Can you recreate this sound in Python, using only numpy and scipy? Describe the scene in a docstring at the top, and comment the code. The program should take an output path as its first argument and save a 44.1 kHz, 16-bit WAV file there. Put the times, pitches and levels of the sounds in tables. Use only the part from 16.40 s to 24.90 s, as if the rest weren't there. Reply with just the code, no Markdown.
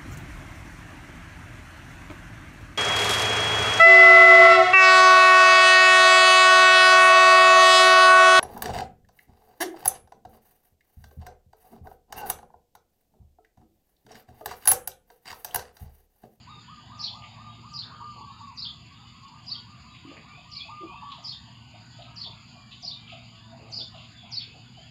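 """Morning at the edge of a rice field: filtered noise for air and insects, a wavering tone for a far engine.
From the start a bird whoops in a slowing run of swept tones, far birds whistle and chatter (noise bands),
and a near bird begins its rough three-step chirps. Cries end the run and a cricket trills; then a katydid
throbs and pips lead to a second run and more cries. Thumps and scuffs fall close by, and a clucking bird
joins to the end. Sparse decaying echoes from leaves and tree line scatter the calls."""
import sys
import numpy as np
from scipy import signal
from scipy.fft import rfft, irfft
from scipy.io import wavfile
from scipy.ndimage import map_coordinates

SR = 44100
rng = np.random.default_rng(int(sys.argv[2]) if len(sys.argv) > 2 else 0)


def transcribe(signal):
    """Save signal, clipped to [-1, 1], as a 16-bit WAV file at the path in sys.argv[1]."""
    frames = np.atleast_2d(signal).T
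    limited = np.clip(frames, -1, 1)
    pcm = np.round(limited * 32767).astype(np.int16)
    wavfile.write(sys.argv[1], SR, pcm)


N = 374850
TIME = np.arange(N) / SR


def undb(db):
    """Logarithmic level: decibels to amplitude gain."""
    return 10 ** (np.asarray(db) / 20)


def unit(x):
    """Normalisation: scale to rms 1."""
    return x / np.sqrt(np.mean(x ** 2) + 1e-20)


def add(out, s, x):
    """Superposition: mix x into out from time s."""
    i = max(int(s * SR), 0)
    out[i:i + len(x)] += x[:max(len(out) - i, 0)]


def walk(rate, size=N):
    """Band-limited modulation: smooth random wander of spread near 1, with rate knots a second."""
    knots = rng.standard_normal(4096)
    return map_coordinates(knots, [np.arange(size) / SR * rate], order=2, mode="wrap")


def bout(start_s, end_s, fade_s):
    """Trapezoidal envelope: fade in, hold, fade out."""
    return np.clip(np.minimum(TIME - start_s, end_s - TIME) / fade_s, 0, 1)


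def coloured(points):
    """Spectral shaping: white noise weighted by a (f/Hz, level/dB) curve, at rms 1."""
    hz, db = np.transpose(points)
    f = np.fft.rfftfreq(N, 1 / SR) + 1e-3  # keeps the logarithm finite at 0 Hz
    gain = undb(np.interp(np.log(f), np.log(hz), db, left=-120, right=-120))
    return unit(irfft(rfft(rng.standard_normal(N)) * gain, N))


def restless(points, sway_db, rate):
    """Independent band modulation: nine log-spaced bands of coloured noise each swell and fade alone."""
    spectrum = rfft(coloured(points))
    f = np.fft.rfftfreq(N, 1 / SR)
    edges = np.geomspace(points[0][0], points[-1][0], 10)
    out = np.zeros(N)
    for low, high in zip(edges, edges[1:]):
        band = irfft(spectrum * ((f >= low) & (f < high)), N)
        out += band * undb(sway_db * walk(rate))
    return unit(out)


def tone(hz):
    """Frequency modulation: a sine whose phase is the integral of a pitch track."""
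    return np.sin(2 * np.pi * np.cumsum(hz) / SR)


def scatter(x, t60, wet_db, gap_s, count):
    """Multiple scattering: direct sound plus echoes from leaves and trunks that fall 60 dB over t60."""
    where = rng.random(count)  # delay as a share of t60
    size = rng.standard_normal(count)
    echoes = np.zeros(2 * SR)
    delays = np.clip((gap_s + where * t60) * SR, 1, len(echoes) - 1).astype(int)
    np.add.at(echoes, delays, size * np.exp(-np.log(1000) * where))
    echoes /= np.linalg.norm(echoes)
    return x + undb(wet_db) * signal.fftconvolve(x, echoes)[:len(x)]


def slurs(rows, rough):
    """Frequency glide: whistled notes that bend along a parabola through three pitches."""
    out = np.zeros(N)
    for s, length, start_hz, middle_hz, end_hz, db in rows:
        u = np.linspace(0, 1, int(length * SR))
        hz = np.polyval(np.polyfit([0, .5, 1], [start_hz, middle_hz, end_hz], 2), u)
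        whistle = tone(hz * (1 + rough * walk(250, size=len(u))))
        add(out, s, undb(db) * whistle * signal.windows.tukey(len(u), .6))
    return out


def glide(s, length, hz, change, db, bow=.42):
    """Proportional glide: a slur whose pitch changes by a share of itself, slowly at first."""
    return s, length, hz, hz * (1 + bow * change), hz * (1 + change), db


def rasps(rows):
    """Resonance: bursts of noise through one band-pass that swell quickly and fade."""
    out = np.zeros(N)
    for s, length, hz, width_hz, db in rows:
        u = np.linspace(0, 1, int(length * SR))
        edges = [max(hz - width_hz / 2, 30), hz + width_hz / 2]
        band = signal.butter(3, edges, "bandpass", fs=SR, output="sos")
        noise = signal.sosfilt(band, rng.standard_normal(SR))[-len(u):]  # the settled end
        swell = np.sin(np.pi * u ** 0.6) * undb(2.7 * walk(150, size=len(u)))
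        add(out, s, undb(db) * unit(noise * swell))
    return out


# noise spectra of low rumble, field murmur and hiss: (f/Hz, relative level/dB per Hz)
LOW_AIR = [(18, -37.5), (30, -19.5), (42, -21), (60, -4.5), (112, -1.5), (160, -2), (190, -6), (235, -7),
           (270, -13.5), (320, -18), (380, -25.5), (600, -36.5)]
FIELD_AIR = [(300, -21), (480, -24.5), (690, 1), (950, 1.5), (1400, -2.5), (1800, -5.5), (2300, 0),
             (2850, 5), (3400, -3.5), (4000, -14.5), (5200, -36)]
HISS = [(4710, -40), (8000, -1), (8670, -6), (9110, -10), (9570, -7), (10700, -2), (12000, -10),
        (15400, -9)]
# drone of the distant engine: (t/s, level/dB of the fundamental before its flutter)
ENGINE = [(0, -59.5), (1.2, -48.5), (2.5, -60.5), (3.2, -51), (4.2, -66), (5.4, -49.5), (6.1, -53.5),
          (7, -49), (8.5, -52.5)]
LOW_DB, MURMUR_DB, HISS_DB = -53, -59.5, -85.5  # rms levels


def background():
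    """Harmonic drone over broadband noise: far engine, low rumble, murmur of the field and faint hiss."""
    firing_hz = 116.4 * (1 + 0.03984 * walk(14))
    fundamental = tone(firing_hz) * undb(1.3 * walk(8.2))
    second = undb(-10) * tone(2 * firing_hz) * undb(2.8 * walk(7.7))
    engine = (fundamental + second) * undb(np.interp(TIME, *np.transpose(ENGINE)))
    rumble = restless(LOW_AIR, sway_db=1.3, rate=7) * undb(LOW_DB)
    field = restless(FIELD_AIR, sway_db=4.5, rate=8) * undb(MURMUR_DB)
    return engine + rumble + field + coloured(HISS) * undb(HISS_DB)


# noise spectrum of the insect chorus: (f/Hz, relative level/dB per Hz)
INSECTS = [(2240, -27.5), (3800, -11.5), (3890, -7), (4060, -4), (4530, 1.5), (4700, 5.5), (4910, 2),
           (5360, -19.5), (5560, -25.5), (6210, -23), (6620, -9), (6990, -3.5), (7330, -9), (7760, -46),
           (8500, -35), (11000, -68.5), (18700, -120)]
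# gains before the stroke envelopes (the chorus also wavers)
INSECT_DB, KATYDID_DB, CRICKET_DB = -60.5, -88.5, -58.5


def insects():
    """Amplitude modulation by wing strokes: shrill chorus, throbbing katydid, one brief cricket trill."""
    chorus = coloured(INSECTS) * undb(INSECT_DB + 1.7 * walk(7) + 1.6 * walk(45))
    throb = np.abs(tone(4.15 * (1 + 0.023 * walk(5))))  # two wing strokes a cycle
    katydid = coloured([(7900, -1), (8900, 9.0), (9800, -11.0)]) * throb * undb(2 * walk(7.3))
    katydid *= undb(KATYDID_DB) * bout(start_s=2.5, end_s=5.8, fade_s=0.21)
    strokes = tone(14 * (1 + 0.03 * walk(6.7))) ** 2  # squaring doubles the rate too
    cricket = coloured([(4100, -23), (4450, 4), (4800, -11)]) * strokes
    cricket *= undb(CRICKET_DB) * bout(start_s=1.47, end_s=2, fade_s=.07)
    return chorus + katydid + cricket


def flock(low_hz, high_hz, bend, spread_db, count):
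    """Diffuse field: many far birds as short slurs at random times and pitches, mostly echo, at rms 1."""
    rows = []
    for when, pitch, length, start, end, size in rng.random((count, 6)):
        hz = low_hz + (high_hz - low_hz) * pitch
        start_hz = hz * (1 + bend * (start - .5))
        end_hz = hz * (1 + bend * (end - .5))
        rows.append((when * N / SR, 0.0308 + 0.0838 * length, start_hz, hz, end_hz, spread_db * size))
    return unit(scatter(slurs(rows, rough=0.019), t60=.55, wet_db=6.5, gap_s=.01, count=1000))


# Levels in these four tables are before echoes and group gain.
# thin falling whistles: (t/s, length/s, start f/Hz, level/dB)
FALLING = [(0.074, 0.14, 3820, -56.5), (1.019, 0.19, 3860, -60), (1.869, 0.21, 3830, -62.5),
           (2.514, 0.2, 3840, -68), (3.491, 0.084, 3950, -58.5), (6.095, .22, 2455, -63),
           (6.521, 0.25, 2434, -60.5), (7.736, 0.12, 3540, -53)]
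# rising whistles: (t/s, start f/Hz, level/dB)
RISING = [(3.86, 2230, -54), (4.13, 2240, -50.5), (4.44, 2326, -52.5), (4.6, 2970, -59), (6.93, 3120, -62),
          (8.32, 2870, -56.5)]
# roosters on far farms, only the strongest overtone carries: (t/s, length/s, start f/Hz, level/dB)
CROWS = [(1.02, .36, 866, -63), (5.08, 0.59, 1510, -73.5), (6.848, 0.43, 672, -64)]
# harsh chatter in the trees; the row near 8 s is a rasping tail of the near bird's last chirp: # (t/s,
# length/s, centre f/Hz, level/dB)
CHATTER = [(.52, 0.7, 810, -64), (0.817, 0.069, 2660, -55), (1.397, 0.29, 1380, -61),
           (3.537, 0.053, 2560, -58.5), (3.657, 0.12, 2730, -61.5), (3.764, 0.023, 2170, -53.5),
           (4.699, 0.064, 3380, -50.5), (5.605, .081, 3440, -57.5), (6.308, 0.048, 3340, -52),
           (6.666, .11, 3140, -53.5), (7.525, 0.21, 3250, -58), (8.008, .075, 2780, -56.5)]
WHISTLE_FALL, WHISTLE_RISE, CROW_SAG = 0.067, .22, 0.021  # shares of the start pitch
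RISING_S = .165  # length of a rising whistle
CHATTER_WIDTH = 0.41  # bandwidth as a share of the centre frequency


def far_birds():
    """Reverberant blurring: whistles, crows and chatter behind the tree line, over a further chorus."""
    falling = [glide(s, length, hz, -WHISTLE_FALL, db) for s, length, hz, db in FALLING]
    rising = [glide(s, RISING_S, hz, WHISTLE_RISE, db) for s, hz, db in RISING]
    held = [glide(s, length, hz, -CROW_SAG, db) for s, length, hz, db in CROWS]
    harsh = [(s, length, hz, hz * CHATTER_WIDTH, db) for s, length, hz, db in CHATTER]
    whistles = slurs(falling, rough=.003) + slurs(rising, rough=.012)
    whistles = undb(1.0) * scatter(whistles, t60=0.37, wet_db=1.5, gap_s=0.011, count=1000)
    crows = undb(2.5) * scatter(slurs(held, rough=0.016), t60=0.6, wet_db=0.5, gap_s=0.011, count=1000)
    chatter = undb(2.5) * scatter(rasps(harsh), t60=0.38, wet_db=-1, gap_s=0.012, count=1000)
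    whoops = flock(low_hz=893.4, high_hz=1298, bend=0.144, spread_db=5.5, count=180)
    whoops *= undb(-61.5) * bout(start_s=0, end_s=7.97, fade_s=0.48)
    twitter = flock(low_hz=2540, high_hz=3864, bend=0.2333, spread_db=5.0, count=260) * undb(-61.0)
    squawks = flock(low_hz=1335, high_hz=2534, bend=0.22, spread_db=4, count=160) * undb(-69)
    return whistles + crows + chatter + whoops + twitter + squawks


# soft thumps close by: (t/s, resonance f/Hz, level/dB before echoes)
THUMPS = [(3.65, 294, -46.5), (4.406, 350, -45.5)]
# soft scuffs close by: (t/s, length/s, level/dB before echoes)
SCUFFS = [(1.428, 0.21, -67.5), (1.743, .07, -62.5), (3.696, 0.13, -57), (4.415, 0.064, -56),
          (7.183, .15, -59), (7.366, 0.088, -56), (8.14, 0.058, -61.5)]
THUMP_S, THUMP_WIDTH_HZ = .068, 46
SCUFF_HZ, SCUFF_WIDTH_HZ = 530, 500
RUSTLE_S, RUSTLE_HZ, RUSTLE_WIDTH_HZ = 0.087, 393, 170
RUSTLE_DB, RUSTLE_SPREAD_DB = -71, 7.5  # mean level, largest departure either way


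def bumps(count=16):
    """Damped resonance: dull thumps, scuffs and randomly timed faint rustles near the microphone."""
    thumps = [(s, THUMP_S, hz, THUMP_WIDTH_HZ, db) for s, hz, db in THUMPS]
    scuffs = [(s, length, SCUFF_HZ, SCUFF_WIDTH_HZ, db) for s, length, db in SCUFFS]
    rustles = []
    for when, size in rng.random((count, 2)):
        db = RUSTLE_DB + RUSTLE_SPREAD_DB * (2 * size - 1)
        rustles.append((when * N / SR, RUSTLE_S, RUSTLE_HZ, RUSTLE_WIDTH_HZ, db))
    return scatter(rasps(thumps + scuffs + rustles), t60=0.24, wet_db=-4, gap_s=0.00806, count=300)


# clucks: (t/s, level/dB before echoes and overall gain)
CLUCKS = [(3.97, -48), (4.243, -49.5), (4.51, -48), (4.776, -47), (5.069, -54), (5.335, -46), (5.584, -41),
          (5.855, -47.5), (6.148, -50), (6.427, -45), (6.718, -40), (7.122, -44.5), (7.29, -46.5),
          (7.536, -44), (7.826, -46.5), (8.139, -49), (8.367, -46.5)]


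def clucking_bird():
    """Pitch jitter: short hoarse notes, three or four a second, each with a random bend."""
    rows = []
    for (s, db), bend_hz in zip(CLUCKS, rng.normal(0, 59, len(CLUCKS))):
        rows.append((s, .034, 720 + bend_hz, 715, 680 - bend_hz, db))
    calls = slurs(rows, rough=0.05)
    return undb(-3.5) * scatter(calls, t60=0.67, wet_db=-1.5, gap_s=.01, count=600)


WHOOP_LOW_HZ = 932.3  # where the scoop starts


def whoop(length, top_hz, sag_hz, rise_s, swell_s=0.011, last=0.64, flutter_db=0.4, rough=0.0086):
    """Coupled pitch and effort: a note scoops up to its top pitch, then sags as the effort fades."""
    t = np.arange(int(length * SR)) / SR
    scoop = (top_hz - WHOOP_LOW_HZ) * np.cos(np.pi / 2 * np.minimum(t / rise_s, 1)) ** 2
    hz = top_hz - scoop - sag_hz * (t / length) ** 3
    effort = np.interp(t, [0, swell_s, length], [1 / 2, 1, last]) * signal.windows.tukey(len(t), .2)
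    flutter = undb(flutter_db * walk(97.5, size=len(t)))
    return flutter * effort * tone(hz * (1 + rough * walk(200, size=len(t))))


# each whoop is a little lower and longer than the last
WHOOP_TOP_HZ, WHOOP_TIRING_HZ, WHOOP_GROWTH_S = 1247, 4.37, .007


def whoop_run(start_s, gap_s, slowing_s, length, rise_s, sag_hz, db, count):
    """Progressive slowing: a series of whoops with widening gaps, each longer and lower than the last."""
    out = np.zeros(N)
    for k in range(count):
        s = start_s + k * gap_s + slowing_s * k * (k - 1) / 2
        top_hz = WHOOP_TOP_HZ - k * WHOOP_TIRING_HZ
        add(out, s, undb(db) * whoop(length + k * WHOOP_GROWTH_S, top_hz, sag_hz, rise_s))
    return out


# Levels in these three tables are before echoes and overall gain.
# runs: (t/s, first gap/s, growth of each gap/s, first length/s, scoop/s, sag f/Hz, level/dB)
WHOOP_RUNS = [(0.065, .209, .012, 0.1174, 0.0432, 71.2, -42.5),
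              (2.913, .165, .0094, .105, 0.05, 140.5, -50.5)]
# short pips before the second run: (t/s, level/dB)
PIPS = [(2.5, -50), (2.631, -56.5), (2.73, -51.5), (2.82, -47.5)]
# loud cries that end a run: (t/s, length/s, top f/Hz, sag f/Hz, level/dB)
CRIES = [(1.598, .21, 1205, 97, -39), (1.8, 0.13, 1160, 115, -40.5), (1.989, 0.15, 1143, 196, -41),
         (4.281, 0.25, 1215, 129.6, -38.5), (4.53, 0.1245, 1149, 40, -42),
         (4.614, .155, 1149, 173.5, -39.5)]
BREAK_HZ, BREAK_ARCH_HZ, BREAK_S = 943, 45, .038  # the lower register at both ends of a cry
OPENING_BREAK_DB, CLOSING_BREAK_DB = 0.5, -4.5  # relative to the cry


def whooping_bird():
    """Register break: two runs of whoops lead to cries with a lower voice at both ends."""
    out = sum(whoop_run(*run, count=7) for run in WHOOP_RUNS)
    out += slurs([(s, .06, 1060, 1110, 1110, db) for s, db in PIPS], rough=0.028)
    arch = (BREAK_HZ - BREAK_ARCH_HZ, BREAK_HZ, BREAK_HZ - BREAK_ARCH_HZ)
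    for s, length, top_hz, sag_hz, db in CRIES:
        add(out, s, undb(db) * whoop(length, top_hz, sag_hz, rise_s=0.0344))
        opening = (s, BREAK_S, *arch, db + OPENING_BREAK_DB)
        closing = (s + length - BREAK_S, BREAK_S, *arch, db + CLOSING_BREAK_DB)
        out += slurs([opening, closing], rough=0.038)
    nearby = undb(-3.5) * scatter(out, t60=0.15, wet_db=-2.0, gap_s=0.004043, count=100)
    return scatter(nearby, t60=1.1, wet_db=-11, gap_s=0.033, count=1200)


def note(shape, scale, rough=0.0622, flutter_db=2.5, second_db=-52, third_db=-56, air_db=-52):
    """Source of the syrinx: a fluttering fundamental, faint overtones and a trace of air noise."""
    s, hz, db = np.transpose(shape)
    t = np.arange(s[0], s[-1], 1 / SR)
    swell_db = np.interp(t, s, db)
    unrest = rough * np.clip(1 - undb(swell_db - db.max()) / 2, 0, 1)  # the pitch steadies at the crest
    pitch = np.interp(t, s, hz) * scale * (1 + unrest * walk(692.6, size=len(t)))
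    second = undb(second_db) * tone(2 * pitch)
    third = undb(third_db) * tone(3 * pitch) * (3 * pitch < SR / 2)  # silent above half the sample rate
    air = undb(air_db) * rng.standard_normal(len(t))
    level = undb(swell_db + flutter_db * walk(327, size=len(t)))
    return (tone(pitch) + second + third + air) * level * signal.windows.tukey(len(t), .1)


# chirps: (t/s of the middle note, first level/dB, middle level/dB, last level/dB, first f/Hz, last f/Hz)
# levels add to those of the note shapes, before CHIRP_DB
CHIRPS = [(0.646, -23, -27.5, -32, 5070, 3300), (1.394, -23, -29, -34.5, 4950, 3510),
          (2.226, -24, -27.5, -27.5, 4960, 3290), (3.12, -26.5, -26.5, -35, 5060, 3340),
          (4.171, -28, -30.5, -33, 4905, 3424), (4.897, -22.5, -31.5, -34, 5040, 3420),
          (5.818, -26, -31.5, -30, 4900, 3500), (6.481, -24.5, -30, -30.5, 5030, 3624),
          (7.377, -22.5, -26.5, -30, 5020, 3494), (7.975, -21, -25.5, -31.5, 4990, 3420)]
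# note shapes: (t/s from the middle note, f/Hz before scaling, relative level/dB)
FIRST_NOTE = [(-.082, 7500, -51.5), (-.07, 6630, -43.5), (-.06, 5800, -32.5), (-.052, 4913, -18),
              (-.045, 4500, -14), (-.03, 4916, -10.5), (-.022, 5250, -22), (-.016, 5350, -39)]
MIDDLE_NOTE = [(-.021, 4990, -16), (-.016, 3946, -9), (-.009, 4351, -19), (-.002, 4360, 0),
               (.005, 4633, -5), (.012, 4293, -17), (.02, 3490, -18)]
LAST_NOTE = [(.018, 4663, -16.5), (.023, 3758, -6.5), (.029, 3070, -14), (.036, 3333, -4.5),
             (.046, 3550, -8.5), (.058, 3600, -26)]
CHIRP_DB = 3.5  # gain of each note together with its near echoes


def near_bird():
    """Multiple scattering: three rough notes step down, each with its own scattered echoes."""
    out = np.zeros(N)
    for s, first_db, middle_db, last_db, first_hz, last_hz in CHIRPS:
        # the first and last f/Hz set the pitch at one point of each shape
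        first = undb(first_db) * note(FIRST_NOTE, first_hz / FIRST_NOTE[5][1], rough=.065, third_db=-50)
        middle = undb(middle_db) * note(MIDDLE_NOTE, 1 + .012 * rng.standard_normal())
        last = undb(last_db) * note(LAST_NOTE, last_hz / LAST_NOTE[3][1])
        for shape, sung in ((FIRST_NOTE, first), (MIDDLE_NOTE, middle), (LAST_NOTE, last)):
            padded = np.pad(sung, (0, SR // 2))  # room for the echoes
            heard = scatter(padded, t60=.29, wet_db=1.4, gap_s=.002, count=300)
            heard *= np.linalg.norm(sung) / np.linalg.norm(heard)  # keeps the energy of the note
            add(out, s + shape[0][0], undb(CHIRP_DB) * heard)
    return scatter(out, t60=0.73, wet_db=-33, gap_s=0.028, count=2000)


def scene():
    """Superposition: all sources add at one microphone."""
    surroundings = background() + insects() + far_birds() + bumps()
    return (surroundings + clucking_bird() + whooping_bird() + near_bird())[None]


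def record(dry):
    """Low-pass filtering: the recorder cuts the top with a steep elliptic filter."""
    return signal.sosfilt(signal.ellip(10, .1, 70, 15550, fs=SR, output="sos"), dry)


dry = scene()
out = record(dry)
transcribe(out)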